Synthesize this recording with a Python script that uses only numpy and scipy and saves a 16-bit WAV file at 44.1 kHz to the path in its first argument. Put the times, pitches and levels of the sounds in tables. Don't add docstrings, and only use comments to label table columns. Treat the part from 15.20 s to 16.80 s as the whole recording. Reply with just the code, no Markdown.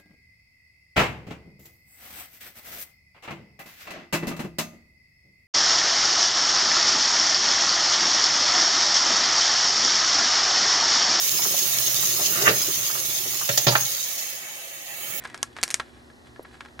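import sys
import numpy as np
from scipy import signal
from scipy.fft import rfft, irfft
from scipy.io import wavfile

SR = 44100
rng = np.random.default_rng(int(sys.argv[2]) if len(sys.argv) > 2 else 0)


def wav_record(signal):
    frames = np.transpose(np.atleast_2d(signal))
    bounded = np.clip(frames, -1, 1)
    quanta = np.round(bounded * 32767).astype(np.int16)
    wavfile.write(sys.argv[1], SR, quanta)


N = 70560
SIZE = 8192
AGE, TIME = np.arange(SIZE) / SR, np.arange(N) / SR

# pitch_hz, level_db, t60_s
CRACKER_MODES = [(580, -46, .035), (847, -8, 0.046), (1106, -4.5, 0.045), (1369, -8.5, 0.072),
                 (1670, 0.5, 0.044), (2218, -7, 0.026), (2930, -21, 0.069), (3330, -4, 0.032),
                 (3943, -3.5, 0.029), (4690, 2, 0.017)]
# frequency_hz, level_db
KNOCK_SPECTRUM = [(170, -33), (400, -5.5), (900, 0.5), (1800, 5.5), (2800, -2.5), (4000, -5), (8000, -28.5),
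                  (13000, -76)]
# frequency_hz, level_db
SNAP_SPECTRUM = [(150, -34.5), (400, -7), (900, -5.5), (2200, 4), (3400, -4), (5500, 3), (9000, 1.5),
                 (10500, -5.5), (13000, -13.5)]


def undb(db):
    return 10 ** (np.asarray(db) / 20)


def unit(x):
    return x / np.sqrt(np.mean(x ** 2))


def gains(spectrum, size):
    hz, db = np.array(spectrum).T
    bin_hz = np.arange(size // 2 + 1) * SR / size
    return undb(np.interp(np.log(bin_hz + 1), np.log(hz), db))


def click(spectrum):
    cepstrum = irfft(np.log(gains(spectrum, SIZE)))
    cepstrum[1:SIZE // 2] *= 2
    cepstrum[SIZE // 2 + 1:] = 0
    pulse = irfft(np.exp(rfft(cepstrum)))
    return pulse / np.abs(pulse).max()


def decay(t60_s, rise_s=0):
    onset = 1 - np.exp(-(AGE / rise_s) ** 2) if rise_s else 1
    return onset * np.exp(-np.log(1000) * AGE / t60_s)


def ring(modes, detune=0.0085):
    out = np.zeros(SIZE)
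    for hz, db, t60_s in modes:
        pitch_hz = hz * (1 + detune * rng.standard_normal())
        out += undb(db) * np.sin(2 * np.pi * pitch_hz * AGE) * decay(t60_s)
    return out


def band(hz, width_hz):
    bin_hz = np.arange(N // 2 + 1) * SR / N
    resonance = 1 / (1 + (2 * (bin_hz - hz) / width_hz) ** 2)
    return unit(irfft(rfft(rng.standard_normal(N)) * resonance, N))


def add(out, start_s, sound):
    i = max(int(start_s * SR), 0)
    part = sound[..., :max(N - i, 0)]
    out[..., i:i + part.shape[-1]] += part


def stereo(mid, side):
    return np.array([mid + side, mid - side])


def reflections():
    scatter = undb(-9) * unit(decay(t60_s=0.019, rise_s=0.0011))
    room = undb(-8.5) * unit(decay(t60_s=0.12, rise_s=0.0011))
    return (scatter + room) * rng.standard_normal(SIZE) / np.sqrt(SIZE)


def place(sound, tail_db):
    # frequency_hz, side_db
    width = [(200, -10), (1000, -10), (2600, -1.5), (4000, -5.5), (7000, -32), (11000, -8)]
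    mid, side = (undb(tail_db) * signal.fftconvolve(sound, reflections())[:SIZE] for _ in range(2))
    side_filter = click(width)
    side_filter *= gains(width, SIZE).max() / np.abs(rfft(side_filter)).max()
    return stereo(sound + mid, signal.fftconvolve(side, side_filter)[:SIZE])


def room_tone():
    # frequency_hz, level_db
    mid_spectrum = [(20, -22), (44, -19.5), (68, 3.5), (95, -9.5), (135, -4.5), (175, -13.5), (290, -3.5),
                    (450, -11.5), (800, -14.5), (1300, -19.5), (1640, -22), (2000, -35), (2800, -29.5),
                    (4500, -25), (12000, -36)]
    # frequency_hz, level_db
    side_spectrum = [(15, -42), (25, -31), (80, -3), (306, -4), (555, -6.5), (817, -6.5), (979, -9.5),
                     (1730, -9), (1870, -6), (2180, -13), (3850, -17), (4270, -77), (12000, -67),
                     (15600, -97), (22000, -120)]
    mid, side = (unit(irfft(rfft(rng.standard_normal(N)) * gains(spectrum, N), N))
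                 for spectrum in (mid_spectrum, side_spectrum))
    return undb(-53.5) * stereo(mid, undb(-2.5) * side)


def mains_hum():
    # pitch_hz, rms_db
    partials = [(120.5, -65), (240.5, -61), (361.5, -64)]
    return sum(np.sqrt(2) * undb(db) * np.sin(2 * np.pi * (hz * TIME + rng.random()))
               for hz, db in partials)


def whine(centre_hz=4100, sweep_hz=2606, pulses_per_s=35):
    cycle = np.cumsum(pulses_per_s * (1 + 0.13 * band(0, width_hz=8))) / SR % 1
    pitch_hz = centre_hz + sweep_hz * (cycle - .5)
    pulses = np.sin(np.pi * cycle) ** 30
    return undb(-59.5) * np.sin(2 * np.pi * np.cumsum(pitch_hz) / SR) * pulses


def crumbs(per_s=220, spread_db=4):
    # time_s, level_db
    crumbling = [(0, -41), (.05, -40.5), (.13, -40.5), (.2, -43), (.32, -47.5), (.38, -41.5), (.5, -36.5),
                 (.6, -48), (.7, -44.5), (.8, -51), (1.0, -85), (1.07, -44.5), (1.13, -66), (1.36, -43.5),
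                 (1.6, -78.5)]
    breaks = rng.random(N) < per_s / SR
    size_db = spread_db * (np.minimum(rng.standard_normal(N), 1.5) - 1)
    fractures = breaks * undb(size_db + np.interp(TIME, *np.array(crumbling).T))
    grain = click(KNOCK_SPECTRUM) + undb(-5) * click(SNAP_SPECTRUM) + undb(-20) * ring(CRACKER_MODES)
    return signal.fftconvolve(fractures[None], place(grain, tail_db=3), axes=1)[:, :N]


def tooth_rasp():
    # time_s, level_db
    scraping = [(0, -50.5), (.14, -56), (.22, -68), (.33, -68)]
    return band(1880, width_hz=320) * undb(np.interp(TIME, *np.array(scraping).T))


def cracker_ring(centre_hz, db_per_octave=8.5):
    return ring([(hz, db - db_per_octave * abs(np.log2(hz / centre_hz)), t60_s)
                 for hz, db, t60_s in CRACKER_MODES])


def tooth_knocks():
    # start_s, level_db, edge_db, ring_db, ring_centre_hz
    knocks = [(0.0387, -30.5, -1, -22, 1580), (.0480, -30.5, -2.5, 6.5, 1740), (0.0529, -24, -7, 10, 1580),
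              (0.0577, -26, -16, -31, 1180), (0.065, -41, -23, 16, 1600), (.0739, -41, 8.5, -11, 2000),
              (0.0999, -32.5, -4.5, -24, 1600), (0.1448, -21, -4, -2.5, 1570), (.3660, -23, -10, -20, 1800),
              (.3770, -34, 0, 0, 1600), (0.3867, -23.5, -15, 0.5, 1730), (.5979, -18.5, -5.5, 8, 890),
              (0.5999, -17, -9.5, 8.5, 1970), (.9011, -46.5, -12, 15, 1590), (1.0745, -47, 0, -3, 1400),
              (1.1612, -40, -16, 11.5, 1490), (1.2493, -32, -28, -12, 1000), (1.2530, -38.5, -22, 12, 1820),
              (1.3430, -43.5, -7, 11, 1600), (1.3529, -39.5, -8, 1, 2010), (1.4071, -26, -18, -4, 1650),
              (1.408, -27.5, -9.5, 7.5, 1760), (1.4508, -36.5, -6.5, 7, 1600),
              (1.4594, -37, -10, 13.5, 1280), (1.4854, -41, -14, 3, 1600), (1.5800, -44.5, -24, 5, 1070),
              (1.5932, -21, -11, 4.5, 1400)]
    out = np.zeros((2, N))
    push, edge = click(KNOCK_SPECTRUM), click(SNAP_SPECTRUM)
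    for start_s, db, edge_db, ring_db, centre_hz in knocks:
        cutoff_hz = np.clip(9000 * 2 ** (edge_db / 15.5), 1000, 15000)
        muffle = signal.butter(2, cutoff_hz, fs=SR, output="sos")
        contact = place(signal.sosfilt(muffle, push) + undb(edge_db) * edge, tail_db=3)
        body = undb(ring_db - 15) * signal.sosfilt(muffle, cracker_ring(centre_hz))
        add(out, start_s, undb(db) * (contact + body))
    return out


def crust_snaps(chip_t60_s=0.0049, splinter_low_hz=2850):
    # start_s, level_db, low_hz, low_db, high_hz, high_db, ring_db, ring_centre_hz, tail_db
    snaps = [(.1770, -32.5, 2540, 3, 5300, 7, 14.5, 1600, 3),
             (0.2165, -48, 4530, -11, 7400, -4, -5, 1588, 12),
             (0.2297, -5, 5080, -4.5, 7400, -1, 8.5, 1230, -5),
             (0.4148, -34.5, 4000, -13, 7500, 9, -9, 1600, 1),
             (0.4302, -6, 2000, -30, 5740, 5.5, 8, 1460, -2),
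             (.4355, -2.5, 2800, -2, 5230, -2, -39, 1820, -3),
             (0.4395, -14.5, 910, -12, 4600, 9, -2, 860, 5.5),
             (0.4792, -19.5, 2450, -2, 5500, 2, 4, 1190, -8),
             (0.4883, -28, 2000, -2, 7500, -10, -17, 1600, 0),
             (.4941, -36, 5000, 1, 7500, 2, -20, 1600, -6),
             (0.5043, -12.5, 2360, -19, 4360, -0.5, -21, 2200, -3),
             (.5100, -20.5, 6660, -11, 6860, 8, -19, 1600, 13.5),
             (.5426, -3, 860, -26, 6700, 2.5, -3, 1400, -0.5)]
    out = np.zeros((2, N))
    crack = click(SNAP_SPECTRUM)
    bright = signal.sosfilt(signal.butter(2, splinter_low_hz, "high", fs=SR, output="sos"), crack)
    for start_s, db, low_hz, low_db, high_hz, high_db, ring_db, centre_hz, tail_db in snaps:
        burst = unit(decay(t60_s=0.0028, rise_s=0.0004) * rng.standard_normal(SIZE)) / np.sqrt(SIZE)
        splinters = undb(2) * signal.fftconvolve(bright, burst)[:SIZE]
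        chip = undb(-7) * ring([(low_hz, low_db, chip_t60_s), (high_hz, high_db, chip_t60_s)])
        body = undb(ring_db - 27) * cracker_ring(centre_hz)
        add(out, start_s, undb(db) * (place(crack, tail_db) + splinters + chip + body))
    return out


def bump(start_s=1.1948, right_lag_s=0.00011):
    # frequency_hz, level_db
    spectrum = [(60, -29.5), (250, -3.5), (480, 7.5), (900, -7), (1300, -21.5), (3000, -40), (13000, -65)]
    body = ring([(483, -13, 0.0095), (590, -12, 0.019), (895, -11.5, 0.017)])
    left, right = undb(-27.5) * place(click(spectrum) + body, tail_db=-4)
    out = np.zeros((2, N))
    add(out[0], start_s, left)
    add(out[1], start_s + right_lag_s, right)
    return out


def swish(peak_s=1.232, half_length_s=0.0056):
    swell = np.exp(-((TIME - peak_s) / half_length_s) ** 2)
    return undb(-54.5) * band(11200, width_hz=2700) * swell


def scene():
    background = room_tone() + mains_hum() + whine()
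    gnawing = crumbs() + tooth_rasp() + tooth_knocks() + crust_snaps()
    return background + gnawing + bump() + swish()


def record(dry):
    return signal.sosfilt(signal.ellip(8, .2, 70, 12200, fs=SR, output="sos"), dry)


dry = scene()
out = record(dry)
wav_record(out)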